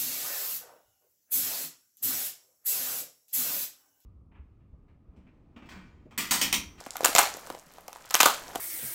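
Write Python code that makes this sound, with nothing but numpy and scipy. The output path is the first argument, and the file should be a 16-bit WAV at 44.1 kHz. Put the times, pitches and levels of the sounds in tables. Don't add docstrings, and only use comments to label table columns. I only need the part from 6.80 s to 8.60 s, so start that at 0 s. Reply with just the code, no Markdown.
import sys
import numpy as np
from scipy import signal
from scipy.fft import rfft, irfft
from scipy.io import wavfile
from scipy.ndimage import uniform_filter1d, minimum_filter1d

SR = 44100
rng = np.random.default_rng(int(sys.argv[2]) if len(sys.argv) > 2 else 0)


def unload_audio(sound):
    columns = np.transpose(np.atleast_2d(sound))
    steps = np.round(np.clip(columns, -1, 1) * 32767)
    wavfile.write(sys.argv[1], SR, steps.astype(np.int16))


N = 79380

# (time [s], crack level [dB], ring of the crease [Hz], brightness [dB/octave],
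# jolt of the film [dB])
CREASE_SNAPS = [ (0.0631, -39.5, 13600, -6, -36), (0.1682, -25.5, 11800, 1, -33),
                (0.2362, -30, 3800, -1, -32), (.2450, -17, 2750, -2.5, -18), (0.2475, -11.5, 7300, 0, -17),
                (0.2497, -8, 7300, 2.5, -11.5), (0.258, -6.5, 7100, 0, -11.5), (.3510, -2, 7170, 1, -46),
                (0.3622, -14.5, 2520, 0.5, -14), (0.3833, -3, 7000, -3.5, -8.5),
                (0.3874, -9.5, 8600, -4.5, -6.5), (.3890, -7.5, 6900, -1, -7.5),
                (0.3906, -12.5, 8900, -3.5, -12), (0.3926, -5.5, 9040, 4, -7.5),
                (0.671, -47, 9000, 6, -35.5), (0.7014, -39.5, 3940, 0.5, -30.5),
                (1.081, -35, 5900, -0.5, -39), (1.1297, -37, 5960, -2.5, -37.5),
                (1.3078, -27.5, 5000, -1, -33), (1.3111, -27, 6700, 0.5, -30), (1.342, -14, 6100, 0.5, -23),
                (1.3451, -9, 6100, -3, -13.5), (1.3523, -9.5, 3050, 1, -16.5), (1.4028, -11, 2580, -2, -13),
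                (1.4051, -8.5, 2500, -0.5, -7.5), (1.4096, -7.5, 6030, -4.5, -14),
                (1.4125, -10, 7200, 3, -25), (1.4314, -4, 1850, 0, -5.5), (1.4583, -17.5, 8200, -0.5, -6),
                (1.4613, -4.5, 7000, -1.5, -2.5), (1.7570, -25, 3150, 3, -42)]
# (frequency [Hz], relative level [dB])
CRACK_SPECTRUM = [(200, -32), (1000, -20), (2200, -3.5), (4500, -4.5), (7500, -2.5), (10000, -9),
                  (13500, -3.5), (16000, -16.5)]
# (frequency [Hz], relative level [dB])
SLIDE_SPECTRUM = [(60, 2), (150, -2), (330, 1), (680, 4), (1300, -2.5), (2500, -10), (7000, -13.5),
                  (15500, -17)]
CRACK_DECAY_S, JOLT_DECAY_S = 0.00038, 0.00071
PANEL_RISE_S = 0.00038


def amp(db):
    return 10 ** (np.asarray(db) / 20)


def evened(x):
    return x / np.sqrt(np.mean(x ** 2) + 1e-20)


def packed(x):
    return x / np.linalg.norm(x) * np.sqrt(SR / 1000)


def read(points, hz, axis=1):
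    table = np.transpose(points)
    return np.interp(np.log(hz + 1), np.log(table[0] + 1), table[axis])


def add(mix, s, sound):
    part = mix[max(round(s * SR), 0):][:len(sound)]
    part += sound[:len(part)]


def causal(db):
    cepstrum = irfft(np.log(amp(db)))
    half = len(cepstrum) // 2
    cepstrum[1:half] *= 2
    cepstrum[half + 1:] = 0
    return np.exp(rfft(cepstrum))


def grid(size=2048):
    return np.arange(size) / SR, np.fft.rfftfreq(size, 1 / SR)


def burst(db, decay_s):
    evenness = 0.57
    t, hz = grid()
    swell = np.sqrt(t) * np.exp(-t / decay_s)
    slips = rfft(rng.standard_normal(len(t)) * swell)
    magnitude = abs(slips)
    slips /= (magnitude + magnitude.mean() / 10) ** evenness
    coloured = irfft(slips * causal(db))
    return packed(np.roll(coloured, len(t) // 128))


def noise(spectrum):
    gain = amp(read(spectrum, np.fft.rfftfreq(N, 1 / SR)))
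    return evened(irfft(rfft(rng.standard_normal(N)) * gain, N))


def handling(axis):
    # (time [s], crinkle level [dB], sliding level [dB])
    curve = [(0, -51, -53.5), (.09, -57.5, -62), (0.188, -47.5, -52), (.3, -47, -47.5), (.42, -42.5, -50.5),
             (0.631, -55.5, -51), (0.718, -54, -50), (.84, -65, -63), (0.962, -60.5, -56.5),
             (1.05, -73, -58.5), (1.172, -56.5, -57), (1.28, -54, -59), (1.461, -33, -57), (1.62, -52, -49),
             (1.8, -51, -48)]
    table = np.transpose(curve)
    return amp(np.interp(np.arange(N) / SR, table[0], table[axis]))


def hush():
    # (frequency [Hz], relative level [dB])
    hush_spectrum = [(20, 1.5), (38, 0), (85, -8), (150, 1.5), (300, -15), (16000, -38)]
    return amp(-69.5) * noise(hush_spectrum)


def sliding():
    return noise(SLIDE_SPECTRUM) * handling(axis=2)


def wrinkle(centre_hz):
    half_width = 0.69
    t, hz = grid()
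    octaves = np.log2((hz + 1) / centre_hz)
    band = -20 * np.log10(1 + (octaves / half_width) ** 4)
    return burst(read(CRACK_SPECTRUM, hz) + band, CRACK_DECAY_S / 2)


def crinkles(count=30):
    # (frequency [Hz], relative level [dB])
    crinkle_spectrum = [(700, 1.5), (2500, -12), (6000, 0.5), (9000, -8), (14500, -3)]
    rate_per_s, spread_db = 900, 5.5
    out = np.zeros(N)
    for centre_hz in np.geomspace(crinkle_spectrum[0][0], crinkle_spectrum[-1][0], count):
        happens = rng.random(N) < rate_per_s / count / SR
        size = np.minimum(rng.exponential(1, N), 2.6)
        clicks = happens * amp(spread_db * size + read(crinkle_spectrum, centre_hz))
        out += signal.oaconvolve(clicks, wrinkle(centre_hz))[:N]
    return evened(out) * handling(axis=1)


def flops():
    # (time [s], level before doubling the
    # amplitude [dB], middle of the pitch glide [Hz])
    panel_flops = [(.011, -44, 730), (0.0673, -37.5, 700), (0.067, -41.5, 298), (.1559, -37, 1090),
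                   (.1573, -32.5, 1020), (0.207, -26.5, 644), (0.2314, -30.5, 443), (.290, -32.5, 350),
                   (.5480, -41, 414), (0.57, -39.5, 640), (.7018, -34, 855), (0.7046, -37, 390),
                   (.7494, -38, 630), (.868, -51, 164), (0.9838, -43, 810), (1.084, -39, 750),
                   (1.1599, -41, 1000), (1.4690, -24, 820), (1.688, -41, 684), (1.7505, -35, 810),
                   (1.7579, -29.5, 720), (1.7606, -30.5, 700), (1.7578, -32.5, 356)]
    decay_cycles, sag, rustle_db = 0.88, 0.15, -12
    out, (t, hz) = np.zeros(N), grid()
    for s, db, pitch_hz in panel_flops:
        tension = np.exp(-t * pitch_hz / decay_cycles)
        turns = np.cumsum(pitch_hz * (1 + sag * (2 * tension - 1))) / SR
        swing = np.sin(2 * np.pi * turns) * tension * (1 - np.exp(-t / PANEL_RISE_S))
        add(out, s, amp(db) * 2 * packed(swing))
        rustle = burst(read(SLIDE_SPECTRUM, hz) + read(CRACK_SPECTRUM, hz), JOLT_DECAY_S)
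        add(out, s, amp(db + rustle_db) * 2 * rustle)
    return out


def snaps():
    # (frequency [Hz], relative level [dB])
    jolt_spectrum = [(50, -36), (120, -23.5), (250, -9.5), (550, 1.5), (900, 4.5), (1300, 5), (1900, -6.5),
                     (3500, -14.5)]
    ring_db, ring_octaves = 10, 0.18
    out, (t, hz) = np.zeros((2, N)), grid()
    lead = len(t) // 128 / SR
    for s, crack_db, ring_hz, brightness, jolt_db in CREASE_SNAPS:
        octaves = np.log2(np.maximum(hz, 1000) / ring_hz)
        crack = burst(read(CRACK_SPECTRUM, hz) + brightness * octaves, CRACK_DECAY_S)
        resonance = causal(ring_db * np.exp(-(octaves / ring_octaves) ** 2))
        ringing = packed(irfft(rfft(crack) * resonance))
        jolt = amp(jolt_db) * burst(read(jolt_spectrum, hz), JOLT_DECAY_S)
        add(out[0], s - lead, amp(crack_db) * ringing + jolt)
        add(out[1], s - lead, amp(crack_db) * crack + jolt)
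    return out


def ticks():
    # (time [s], level [dB], centre of the band [Hz])
    small_wrinkles = [(.1066, -28.5, 6070), (0.5396, -31.5, 6160), (0.5687, -37, 11000), (.7485, -47, 2840),
                      (.789, -46, 7900), (0.796, -43, 8350), (0.921, -51, 13800), (.9375, -53.5, 11100),
                      (1.008, -50, 14000), (1.1508, -47, 6000), (1.169, -50, 9900), (1.2428, -49, 4000),
                      (1.261, -51, 7000), (1.2998, -42, 6500), (1.681, -38, 5000)]
    out = np.zeros(N)
    for s, db, centre_hz in small_wrinkles:
        add(out, s, amp(db) * wrinkle(centre_hz))
    return out


def panel():
    # (time [s], gain on the modes [dB])
    flips = [(.2577, -10), (.3510, -1.5)]
    # (frequency [Hz], relative level [dB])
    modes = [(660, -7.5), (2170, -12), (4250, -20.5)]
    t60_s = 0.0089
    out, (t, hz) = np.zeros(N), grid()
    swing = np.exp(-np.log(1000) * t / t60_s) * (1 - np.exp(-t / PANEL_RISE_S))
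    twang = sum(amp(db) * packed(np.cos(2 * np.pi * mode_hz * t) * swing) for mode_hz, db in modes)
    for s, db in flips:
        add(out, s, amp(db) * twang)
    return out


def tail():
    # (frequency [Hz], reverberation time [s], energy level of the tail [dB])
    reverberation = [(120, 0.24, -12.5), (440, 0.38, -7), (1100, 0.28, -6), (2860, 0.33, -6.5),
                     (7000, 0.39, -9.5), (15200, 0.25, -10)]
    lumps_db, build_s = 4.3, 0.0023
    lumps = amp(lumps_db * evened(uniform_filter1d(rng.standard_normal(SR), size=40)))
    echoes = evened(rng.standard_normal(SR) * lumps)
    hz, t, z = signal.stft(echoes, SR, nperseg=256)
    t60 = read(reverberation, hz)[:, None]
    level_db = read(reverberation, hz, axis=2)[:, None]
    unit_energy = np.sqrt(2 * np.log(1000) / t60 / SR)
    z *= amp(level_db - 60 * t / t60) * unit_energy
    decaying = signal.istft(z, SR, nperseg=256)[1][:SR]
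    return decaying * np.minimum(np.arange(SR) / SR / build_s, 1)


def kitchen(x, count=3):
    # (delay [s], level [dB])
    near_surfaces = [(.007, -23), (0.0245, -18)]
    share = 0.4
    facing = np.searchsorted([row[0] for row in CREASE_SNAPS], np.arange(N) / SR) % count
    common, out = tail(), np.zeros(N)
    for k in range(count):
        part = x * uniform_filter1d(1. * (facing == k), size=16)
        echo = np.sqrt(share) * common + np.sqrt(1 - share) * tail()
        out += signal.fftconvolve(part, echo)[:N]
    for delay_s, db in near_surfaces:
        add(out, delay_s, amp(db) * x)
    return out


def scene():
    bag = snaps() + panel() + flops() + ticks() + crinkles()
    bass_cut = signal.butter(3, 135, "high", fs=SR, output="sos")
    direct, spread = signal.sosfilt(bass_cut, bag)
    return (direct + kitchen(spread) + sliding() + hush())[None]


def record(dry):
    ceiling, edge_hz = 0.87, 16000
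    needed = 1 / np.maximum(abs(dry) / ceiling, 1)
    gain = uniform_filter1d(minimum_filter1d(needed, size=111), size=71)
    low_pass = signal.firwin(255, edge_hz, window=("kaiser", 8), fs=SR)
    return signal.oaconvolve(dry * gain, low_pass[None], "same")


dry = scene()
out = record(dry)
unload_audio(out)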